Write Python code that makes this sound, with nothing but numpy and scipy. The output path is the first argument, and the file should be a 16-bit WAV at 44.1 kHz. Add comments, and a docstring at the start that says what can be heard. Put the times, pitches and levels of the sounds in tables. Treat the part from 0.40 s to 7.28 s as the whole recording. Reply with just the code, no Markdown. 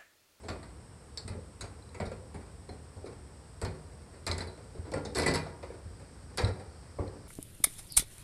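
"""Kitten on a wire cage

A kitten paws at and climbs a wire pet cage in a small quiet room, heard in mono over a low hum and hiss.
Contacts shake frame, bars, loose door and hard parts, each noise plus decaying sines, often with a short rattle.
Steps and pushes thump the plastic tray as low sines; wires ping, panels bump and long bars sing as beating sines.
Hard parts snap as short noise bursts, and the room answers with noise echoes that die band by band."""
import sys
import numpy as np
from scipy import signal
from scipy.fft import rfft, irfft, next_fast_len
from scipy.io import wavfile

SR = 44100
rng = np.random.default_rng(int(sys.argv[2]) if len(sys.argv) > 2 else 0)


def int16_out(signal):
    """Quantize to a 16-bit WAV file."""
    q = np.round(np.clip(np.atleast_2d(signal).T, -1, 1) * 32767)
    wavfile.write(sys.argv[1], SR, q.astype(np.int16))


N = 303406

# paws and claws meet the cage; a padded paw stirs mainly the frame, metal on metal also the door and the ticks;
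# the four levels are of the attack, ahead of each part's trim:
# (t/s, frame level/dB, bars level/dB, door level/dB, ticks level/dB, rattle length/s)
CONTACTS = [(0.032, -46, -60, -65, -68, 0.034), (0.084, -40.5, -40.5, -47, -52.5, 0.0051),
            (0.1, -44.5, -67, -72, -68, 0.0045), (0.229, -55, -54, -60, -65, 0),
            (.774, -52.5, -55, -45.5, -48.5, 0.003), (0.878, -48.5, -49, -52.5, -50, 0.0031),
            (0.903, -49, -59, -77, -77, .03), (0.952, -56, -77, -81, -77, 0),
            (0.986, -63, -79, -80, -79, 0.0047), (1.209, -53, -47, -48.5, -46.5, 0.0024),
            (1.233, -46, -51, -78, -78, 0), (1.544, -49, -50, -63, -59, 0.004),
            (1.6, -40, -42.5, -54, -57, 0), (1.61, -40.5, -54, -67, -75, 0.019),
            (1.654, -46.5, -55.5, -54.5, -60.5, 0.018), (1.715, -47.5, -51.5, -63, -65, 0),
            (1.943, -44.5, -54.5, -65, -60, 0), (2.006, -66, -59, -72, -82, 0.02),
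            (2.289, -44.5, -56, -65, -67, 0.0019), (2.562, -54.5, -73, -73, -75, 0.03),
            (2.609, -57, -71.5, -77, -75, .03), (2.657, -47, -55, -60, -66, 0.022),
            (2.722, -53, -62, -72, -77, 0), (3.215, -38, -44, -54, -50, .014),
            (3.249, -39, -44, -49, -55, 0), (3.8657, -42.5, -39.5, -41.5, -47, 0.004),
            (3.876, -41.5, -41, -49, -45, 0.0045), (3.914, -40, -45, -43.5, -47, 0.0033),
            (3.981, -43, -46, -48, -50, 0), (4.005, -42.5, -46, -50.5, -56, 0),
            (4.015, -48.5, -49.5, -52, -61, .008), (4.072, -47.5, -64, -58, -63, 0.0012),
            (4.35, -46.5, -68, -68, -79, 0), (4.449, -48.5, -58.5, -68, -68, 0.025),
            (4.518, -42.5, -54, -55, -62, .002), (4.537, -36, -45.5, -53, -50, 0.005),
            (4.557, -40.5, -51, -59, -62, .022), (4.65, -41, -51.5, -48.5, -53, 0.012),
            (4.751, -36.5, -40.5, -40.5, -43, 0.011), (4.768, -33, -40, -44, -45, .004),
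            (4.783, -41, -37, -41.5, -41.5, 0.007), (4.796, -35, -42, -41, -47, 0.008),
            (4.82, -38, -43.5, -44, -51, .004), (4.833, -40, -38.5, -46, -51, .003),
            (4.861, -30.5, -34.5, -45, -39, 0.0035), (4.878, -31.5, -34.5, -37, -45, 0),
            (4.911, -42, -41, -48, -55, .005), (4.938, -37, -46, -42, -45.5, 0.00094),
            (4.945, -43, -37, -40, -45, 0.004), (4.956, -40, -37, -42, -49, .003),
            (5.064, -49, -52.5, -62, -77, 0.01), (5.227, -45.5, -49, -60, -75, 0.0093),
            (5.301, -51.5, -57.5, -78.5, -77, 0.0018), (5.341, -50, -65, -73, -75, 0.00079),
            (5.975, -42, -42, -46, -52, 0), (5.981, -34.5, -34.5, -38, -46.5, 0.0039),
            (6.016, -38.5, -46, -54, -54, 0.0086), (6.047, -40, -46, -48.5, -54, 0.008),
            (6.069, -42, -48, -52.5, -57, .025), (6.196, -48.5, -56.5, -64, -63, 0),
            (6.585, -37, -52, -82, -79, 0.0027), (6.663, -48, -59, -76, -81, .01)]
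RING_S, ATTACK_S = .5, .025   # longest sound of one blow; its attack


def from_db(db):
    """Decibels to gain."""
    return 10 ** (np.asarray(db) / 20)


def seconds(length_s):
    """The time of every sample from the start of a sound, in seconds."""
    return np.arange(int(length_s * SR)) / SR


def rms_one(x):
    """Scale to rms 1."""
    return x / np.sqrt(np.mean(x ** 2) + 1e-20)


def attack_one(x):
    """Scale a blow so that its attack has rms 1."""
    return x / np.sqrt(np.mean(x[:int(ATTACK_S * SR)] ** 2) + 1e-20)


def at_hz(points, hz):
    """Read a table on a log-frequency axis."""
    known_hz, values = np.transpose(points)
    return np.interp(np.log(np.maximum(hz, 1)), np.log(known_hz), values)


def decay(t, t60):
    """Fall by 60 dB in t60 seconds."""
    return np.exp(-np.log(1000) * t / t60)


def noise(spectrum, size):
    """Noise with the given spectrum, fading beyond its ends, rms 1."""
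    padded = next_fast_len(size)
    hz = np.fft.rfftfreq(padded, 1 / SR)
    below = np.minimum(1, hz / spectrum[0][0])
    above = np.minimum(1, spectrum[-1][0] / (hz + 1))
    gain = from_db(at_hz(spectrum, hz)) * (below * above) ** 2
    white = rfft(rng.standard_normal(padded))
    return rms_one(irfft(white * gain, padded)[:size])


def add(out, s, sound):
    """Mix a sound in from time s."""
    start = int(np.clip(s * SR, 0, N))
    out[start:start + len(sound)] += sound[:N - start]


def background():
    """Low room hum, a thin hiss, and noise strongest near 1.5 and 5 kHz that swells by 1.5 dB each second."""
    # relative spectra: (f/Hz, level/dB per Hz)
    hum_spectrum = [(20, -28), (35, -14.5), (55, 3.5), (75, 5), (100, -0.5), (130, -3.5), (200, -9.5),
                    (300, -13), (400, -15), (470, -11.5), (560, -18.5), (1050, -21.5), (2000, -29),
                    (4000, -41.5)]
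    # (f/Hz, level/dB per Hz)
    hiss_spectrum = [(1200, -22), (2500, -12), (4050, -9), (4500, -8.5), (5550, -3.5), (6000, -15),
                     (7300, -8.5), (8100, 2.5), (9000, -2), (10000, -11), (11000, -23), (13000, -21),
                     (15000, -51)]
    # (f/Hz, level/dB per Hz)
    swelling_spectrum = [(1500, 3.5), (3500, -20), (4600, 1.5), (5500, -2.5), (6100, -10.5), (8000, -21)]
    hum = from_db(-49.5) * noise(hum_spectrum, size=N)
    hiss = from_db(-64) * noise(hiss_spectrum, size=N)
    swell = from_db(-76.5 + 1.5 * np.arange(N) / SR)
    return hum + hiss + swell * noise(swelling_spectrum, size=N)


def rattle(length_s):
    """A first touch, then uneven, dying rebounds while loose wires chatter."""
    rebounds_per_s, rebound_db, uneven_db = 300, -1.5, 4.5
    fade_db = -9.5   # from first to last rebound
    length_s = max(length_s, 0)
    count = int(length_s * rebounds_per_s)
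    clicks = np.zeros(int(length_s * SR) + 2)
    at = (np.arange(count) + rng.uniform(.3, 1, count)) / rebounds_per_s
    levels_db = rebound_db + fade_db * np.linspace(0, 1, count) + uneven_db * rng.standard_normal(count)
    clicks[(at * SR).astype(int)] = from_db(levels_db)
    clicks[0] = 1
    return clicks


def coloured(crowd, patchy_db, count=26):
    """The spectrum as one point of contact excites it: some groups of modes stronger, some weaker."""
    hz = np.geomspace(crowd[0][0], crowd[-1][0], count)
    return np.column_stack([hz, at_hz(crowd, hz) + patchy_db * rng.standard_normal(count)])


def struck(contacts, levels_db, crowd, modes, modes_db, patchy_db, build_s, t60,
           crack_db, crack_t60, tail_db, tail_t60, detune):
    """One part of the cage; every point of contact weights its modes differently and detunes them a little."""
    pad_s = 0.004   # a fully padded paw takes this much longer than metal to set a part shaking
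    t, out = seconds(RING_S), np.zeros(N)
    modes_hz = np.array(modes)[:, :1]
    fades = np.array([from_db(db) * decay(t, ring_s) for hz, db, ring_s in modes])
    # the touched spot cracks, its panel rings, the whole cage shivers on
    crack = from_db(crack_db) * decay(t, crack_t60)
    shiver = from_db(tail_db) * decay(t, tail_t60)
    dying = crack + decay(t, t60) + shiver
    for (s, clicks, softness), db in zip(contacts, levels_db):
        # the shake takes a moment to spread along the wires
        spread = 1 - np.exp(-t / (build_s + pad_s * softness))
        # rebounds land on different spots, so their energies add
        energy = np.abs(signal.fftconvolve((spread * dying) ** 2, clicks ** 2))[:len(t)]
        dense = attack_one(noise(coloured(crowd, patchy_db), size=len(t)) * np.sqrt(energy))
        pitches = modes_hz * (1 + detune * rng.standard_normal(modes_hz.shape))
        rings = fades * np.sin((2 * np.pi * pitches * t).astype(np.float32))
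        one_touch = spread * (rng.standard_normal(len(modes)) @ rings)
        clear = attack_one(signal.fftconvolve(one_touch, clicks)[:len(t)])
        add(out, s, from_db(db) * attack_one(dense + from_db(modes_db) * clear))
    return out


def frame(contacts, levels_db):
    """The heavy frame knocks: it starts to shake slowly and rings longest."""
    # crowd of quickly damped modes: (f/Hz, relative level/dB per Hz)
    frame_crowd = [(90, -8), (150, -15), (220, -3), (320, -8), (430, 2), (580, -5.5), (700, -9),
                   (900, -9.5), (1300, -26.5)]
    # clear modes, ahead of weighting and detuning: (f/Hz, relative level/dB, t60/s)
    frame_modes = [(153.1, 2, 0.43), (207.9, 0, 0.52), (294, -7, 0.62), (370.4, 0.5, 0.53), (465, -7, 0.28),
                   (492, -8.5, 0.49), (592.5, -1, 0.22), (677, -10, 0.37), (718, -8.5, 0.46)]
    return struck(contacts, levels_db - 1.3, frame_crowd, frame_modes, modes_db=-7.5, patchy_db=4.0,
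                  build_s=0.0037, t60=0.22, crack_db=5.0, crack_t60=0.026, tail_db=-11.0, tail_t60=0.6,
                  detune=0.0082)


def bars(contacts, levels_db):
    """The bars clank in the middle range, lighter and quicker to start than the frame."""
    # crowd of quickly damped modes: (f/Hz, relative level/dB per Hz)
    bar_crowd = [(600, -7.5), (900, 2), (1120, 1.5), (1400, 0.5), (2000, -0.5), (2500, -3.5), (2800, -12.5),
                 (3400, -14.5), (4200, -19)]
    # clear modes, ahead of weighting and detuning: (f/Hz, relative level/dB, t60/s)
    bar_modes = [(946, 3.5, 0.34), (1230, -13, 0.97), (1378, 7, 0.37), (1750, -13, 0.16), (2037, 4, 0.33),
                 (2225, 7.5, 0.19), (2330, -12, 0.47), (2430, -6.5, 0.34)]
    return struck(contacts, levels_db - 2, bar_crowd, bar_modes, modes_db=-9, patchy_db=3.5,
                  build_s=0.0015, t60=0.2, crack_db=0.5, crack_t60=0.013, tail_db=-26, tail_t60=0.76,
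                  detune=0.0028)


def door(contacts, levels_db):
    """The loose door chinks in modes around 4 to 5 kHz."""
    # crowd of quickly damped modes: (f/Hz, relative level/dB per Hz)
    door_crowd = [(2700, -38), (3600, -5.5), (4050, 0), (4600, 2.5), (5100, -2.5), (5600, -7), (6100, -20),
                  (7000, -42)]
    # clear modes, ahead of weighting and detuning: (f/Hz, relative level/dB, t60/s)
    door_modes = [(3740, 5, 0.19), (3930, 4, 0.27), (4160, 5, 0.22), (4470, 7, 0.28), (4520, -9, 0.35),
                  (5025, -1, 0.22), (5370, 3, 0.18)]
    return struck(contacts, levels_db - 1.1, door_crowd, door_modes, modes_db=-11.0, patchy_db=4,
                  build_s=0.00037, t60=0.1, crack_db=-8, crack_t60=0.027, tail_db=-12.0, tail_t60=0.36,
                  detune=0.0041)


def ticks(contacts, levels_db):
    """Hard parts tick where they touch: the highest modes, almost at once and soon gone."""
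    # crowd of quickly damped modes: (f/Hz, relative level/dB per Hz)
    tick_crowd = [(5600, -21), (6400, 0), (7300, 4.5), (8200, 7.5), (9400, -2.5), (10800, -1), (11600, -24),
                  (13000, -21), (15000, -50)]
    # clear modes, ahead of weighting and detuning: (f/Hz, relative level/dB, t60/s)
    tick_modes = [(7500, 0, 0.18), (7885, 1, 0.17), (8140, 0, 0.15), (8560, 0, 0.14), (8930, 6, .2),
                  (9770, -7, 0.2)]
    return struck(contacts, levels_db - 1.04, tick_crowd, tick_modes, modes_db=-8.0, patchy_db=9.0,
                  build_s=0.00011, t60=0.047, crack_db=-5, crack_t60=0.0056, tail_db=-11.0, tail_t60=0.22,
                  detune=.012)


def cage(rows):
    """All parts share each rattle; heavy ones start later and ring longer."""
    padded_db = 36   # how far the door stays below the frame under a fully padded paw
    times, frame_db, bars_db, door_db, ticks_db, lengths = np.transpose(rows)
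    softness = np.clip((frame_db - door_db) / padded_db, 0, 1) ** 2
    contacts = [(s, rattle(length), soft) for s, length, soft in zip(times, lengths, softness)]
    low = frame(contacts, frame_db) + bars(contacts, bars_db)
    return low + door(contacts, door_db) + ticks(contacts, ticks_db)


def light_touches(count=22, uneven_db=3, longest_s=0.011):
    """Paws and fur brush the wires at random moments; rows are laid out like CONTACTS."""
    when, length = rng.random((count, 2)).T
    usual_db = np.array([-60, -68, -75, -78])   # frame, bars, door, ticks
    levels_db = usual_db + uneven_db * rng.standard_normal((count, 1))
    return np.column_stack([when * N / SR, levels_db, length * longest_s])


def tray():
    """Steps, and pushes on the cage, sway the plastic tray for a few cycles in its lowest modes."""
    # the kitten's feet land; a hard landing stirs the upper modes, whose level is a gain on their own:
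    # (t/s, main-mode level/dB, upper modes' gain/dB)
    steps = [(.095, -34.5, -8), (.85, -36, 2), (.898, -32.5, -2), (.965, -41.5, 9), (1.227, -34, -7),
             (1.603, -37, 16), (1.667, -33.5, -2), (1.945, -43, 4.5), (2.565, -38.5, -14),
             (3.232, -27, -0.5), (3.27, -35, 6.5), (3.894, -28, -15), (4.388, -32.5, -6), (4.87, -39.5, 12),
             (4.949, -31, -2), (5.452, -36.5, -5), (6.035, -18, -8), (6.596, -28, 0), (6.628, -35.5, -0.5)]
    # deepest, main, then upper modes, ahead of the scatter: (f/Hz, relative level/dB)
    tray_modes = [(60, -9), (88, 0), (158, -13), (210, -10.5)]
    scatter = 0.038   # spread of the pitch from spot to spot, as a share
    swell_s = 0.0077   # time to the fullest sway
    # a push on the cage reaches the tray a moment later and follows a share of its force
    push_lag_s, push_db, usual_force_db, push_follows, push_upper_db = 0.0143, -40.5, -42, 0.89, -5.0
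    pushes = [(s + push_lag_s, push_db + push_follows * (frame_db - usual_force_db), push_upper_db)
              for s, frame_db, *_ in CONTACTS]
    t, out = seconds(RING_S), np.zeros(N)
    sway = (t / swell_s * np.exp(1 - t / swell_s)) ** 0.69
    for s, db, upper_db in list(steps) + pushes:
        stiffness = 1 + scatter * rng.standard_normal()
        deepest, main, *upper = [from_db(mode_db) * np.sin(2 * np.pi * hz * stiffness * t)
                                 for hz, mode_db in tray_modes]
        add(out, s, from_db(db) * sway * (deepest + main + from_db(upper_db) * sum(upper)))
    return out


def notes(rows, split, weak_db, release_s, count, sag=0):
    """A mode sounds together with close neighbours, so the note beats; under load its pitch sags."""
    sag_s = 0.0089   # time constant of the sag
    t, out = seconds(RING_S), np.zeros(N)
    turns = np.cumsum(1 - sag * (1 - np.exp(-t / sag_s))) / SR
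    for s, db, hz, t60 in rows:
        others_hz = hz * np.exp(split * rng.standard_normal((count, 1)))
        others = np.sin(2 * np.pi * (others_hz * turns + rng.random((count, 1)))).sum(axis=0)
        note = np.sin(2 * np.pi * hz * turns) + from_db(weak_db) * others
        add(out, s, from_db(db) * note * decay(t, t60) * (1 - np.exp(-t / release_s)))
    return out


def pings():
    """A wire slips off a claw and pings: a thin note that starts almost at once."""
    # (t/s, main-tone level/dB, f/Hz, t60/s)
    slips = [(.774, -38.5, 4530, 0.099), (.774, -46, 3830, .05), (1.21, -43, 3950, 0.054),
             (1.424, -55, 4040, .025), (1.459, -58, 4000, .025), (1.492, -54.5, 4030, .025),
             (2.292, -51, 4160, 0.096), (3.866, -41.5, 4166, 0.1), (3.914, -28, 4070, .028),
             (3.914, -51, 4100, 0.18), (3.914, -47, 1435, .14), (3.914, -44, 2218, 0.11),
             (4.006, -39, 4080, .06), (4.006, -40, 1990, 0.065), (4.073, -57.5, 4020, 0.35),
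             (4.538, -39.5, 1934, 0.037), (4.566, -44, 1396, .17), (5.982, -36, 3900, 0.055),
             (6.047, -34, 4040, .02), (6.679, -53, 4170, .022)]
    return notes(slips, split=0.022, weak_db=-6.5, release_s=0.00017, count=4)


def snaps():
    """Very short cracks of metal on metal; the harder the contact, the brighter."""
    # (t/s, starting level/dB, brightness/dB per octave)
    cracks = [(.7745, -31.5, -7), (.8795, -45, 2), (1.2084, -49, -2), (3.2155, -34, 2), (3.249, -38, 6),
              (3.866, -33, 8), (3.876, -32.5, -4), (3.9135, -33, -5), (3.981, -35, 6), (4.517, -39.5, -6),
              (4.54, -39, 0), (4.582, -52, -3), (4.749, -32, 2), (4.770, -33, -2), (4.78, -34, -3),
              (4.787, -37, -2), (4.804, -37, -8), (4.820, -35, -2), (4.833, -39, -3), (4.861, -40, 9),
              (4.8645, -31, 3), (4.879, -32, 4), (4.893, -35, -6), (4.912, -43, -5), (4.939, -38, 10),
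              (4.956, -30, 5), (4.978, -44, 0), (5.974, -28.5, 7), (5.982, -38, -4), (5.989, -37, 0)]
    # relative spectrum ahead of the brightness tilt: (f/Hz, level/dB per Hz)
    snap_spectrum = [(3200, -8), (4300, 4), (5300, 14.5), (6100, -21), (7200, 3.5), (8200, 8.5), (9400, -2),
                     (10800, -1), (11800, -21), (13000, -21)]
    t, out = seconds(ATTACK_S), np.zeros(N)
    for s, db, brightness_db in cracks:
        spectrum = [(hz, level_db + brightness_db * np.log2(hz)) for hz, level_db in snap_spectrum]
        add(out, s, from_db(db) * noise(spectrum, size=len(t)) * decay(t, t60=0.0089))
    return out


def bumps():
    """A padded paw bumps a panel: a short hollow note that sinks as the paw's weight settles."""
    # (t/s, main-tone level/dB, f/Hz at the start)
    panel_bumps = [(.951, -36, 396), (.987, -37.5, 520), (1.603, -30, 590), (1.717, -29.5, 530),
                   (2.643, -33, 420), (2.657, -38, 380), (2.684, -37, 515), (2.723, -38.5, 510),
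                   (4.528, -34, 583), (4.541, -23.5, 575), (4.554, -28, 530), (4.572, -29.5, 487),
                   (5.065, -32.5, 704), (5.236, -35, 522), (5.303, -34, 488), (6.588, -28, 589),
                   (6.597, -33, 466), (6.609, -33, 380), (6.625, -33, 437), (6.666, -38.5, 540),
                   (6.699, -39, 470), (6.732, -42.5, 533), (6.767, -45, 460)]
    t60 = 0.047
    rows = [(s, db, hz, t60) for s, db, hz in panel_bumps]
    return notes(rows, split=0.248, weak_db=-14.0, release_s=0.00067, count=5, sag=0.072)   # sag as a share


def singing_bars():
    """Strong, hard blows set the long bars singing in slowly beating pairs of tones."""
    # (t/s, level/dB)
    blows = [(3.913, -47), (4.779, -38), (4.861, -30.5), (4.947, -45), (5.977, -48)]
    # notes of the long bars: (f/Hz, level under the blow/dB, t60/s)
    bar_notes = [(1766, -11, 0.27), (1991, -1, 0.22), (2350, -13, 0.36), (4570, -7, 0.2),
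                 (8000, -10.5, 0.22), (8053, -15, .2)]
    rows = [(s, blow_db + db, hz, t60) for s, blow_db in blows for hz, db, t60 in bar_notes]
    return notes(rows, split=0.0064, weak_db=-1.5, release_s=0.00093, count=1)


def room(x, bass_db=-8, middle_db=-11, treble_db=-14, first_echo_s=0.013):
    """Diffuse reflections that build up and then die band by band."""
    # reverberation: (f/Hz, t60/s)
    room_t60 = [(100, 0.65), (260, 0.57), (700, 1), (1840, 0.4), (4850, 0.27), (10000, 0.35)]
    t, response = seconds(.8), 0
    edges = np.geomspace(45, 14000, 10)
    wet = [(80, bass_db), (500, middle_db), (8000, treble_db)]
    for low, high in zip(edges, edges[1:]):
        hz = np.sqrt(low * high)
        shape = decay(t, at_hz(room_t60, hz)) * (1 - np.exp(-(t / first_echo_s) ** 2))
        echoes = rng.standard_normal(len(t)) * shape / np.linalg.norm(shape)
        band = signal.butter(2, [low, high], "band", fs=SR, output="sos")
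        response = response + from_db(at_hz(wet, hz)) * signal.sosfilt(band, echoes)
    return signal.fftconvolve(x, response)[:N]


def scene():
    """The cage and its tray in the room, over the background."""
    touched = cage(np.vstack([CONTACTS, light_touches()]))
    direct = touched + tray() + pings() + snaps() + bumps() + singing_bars()
    return (direct + room(direct) + background())[None]


def record(dry):
    """At the microphone the deepest bass rolls off and the top is cut steeply."""
    low_cut_hz, cutoff_hz = 39, 13300
    low_cut = signal.butter(2, low_cut_hz, "high", fs=SR, output="sos")
    top_cut = signal.ellip(10, .2, 70, cutoff_hz, fs=SR, output="sos")   # .2 dB ripple, 70 dB down above
    return signal.sosfilt(top_cut, signal.sosfilt(low_cut, dry))


dry = scene()
out = record(dry)
int16_out(out)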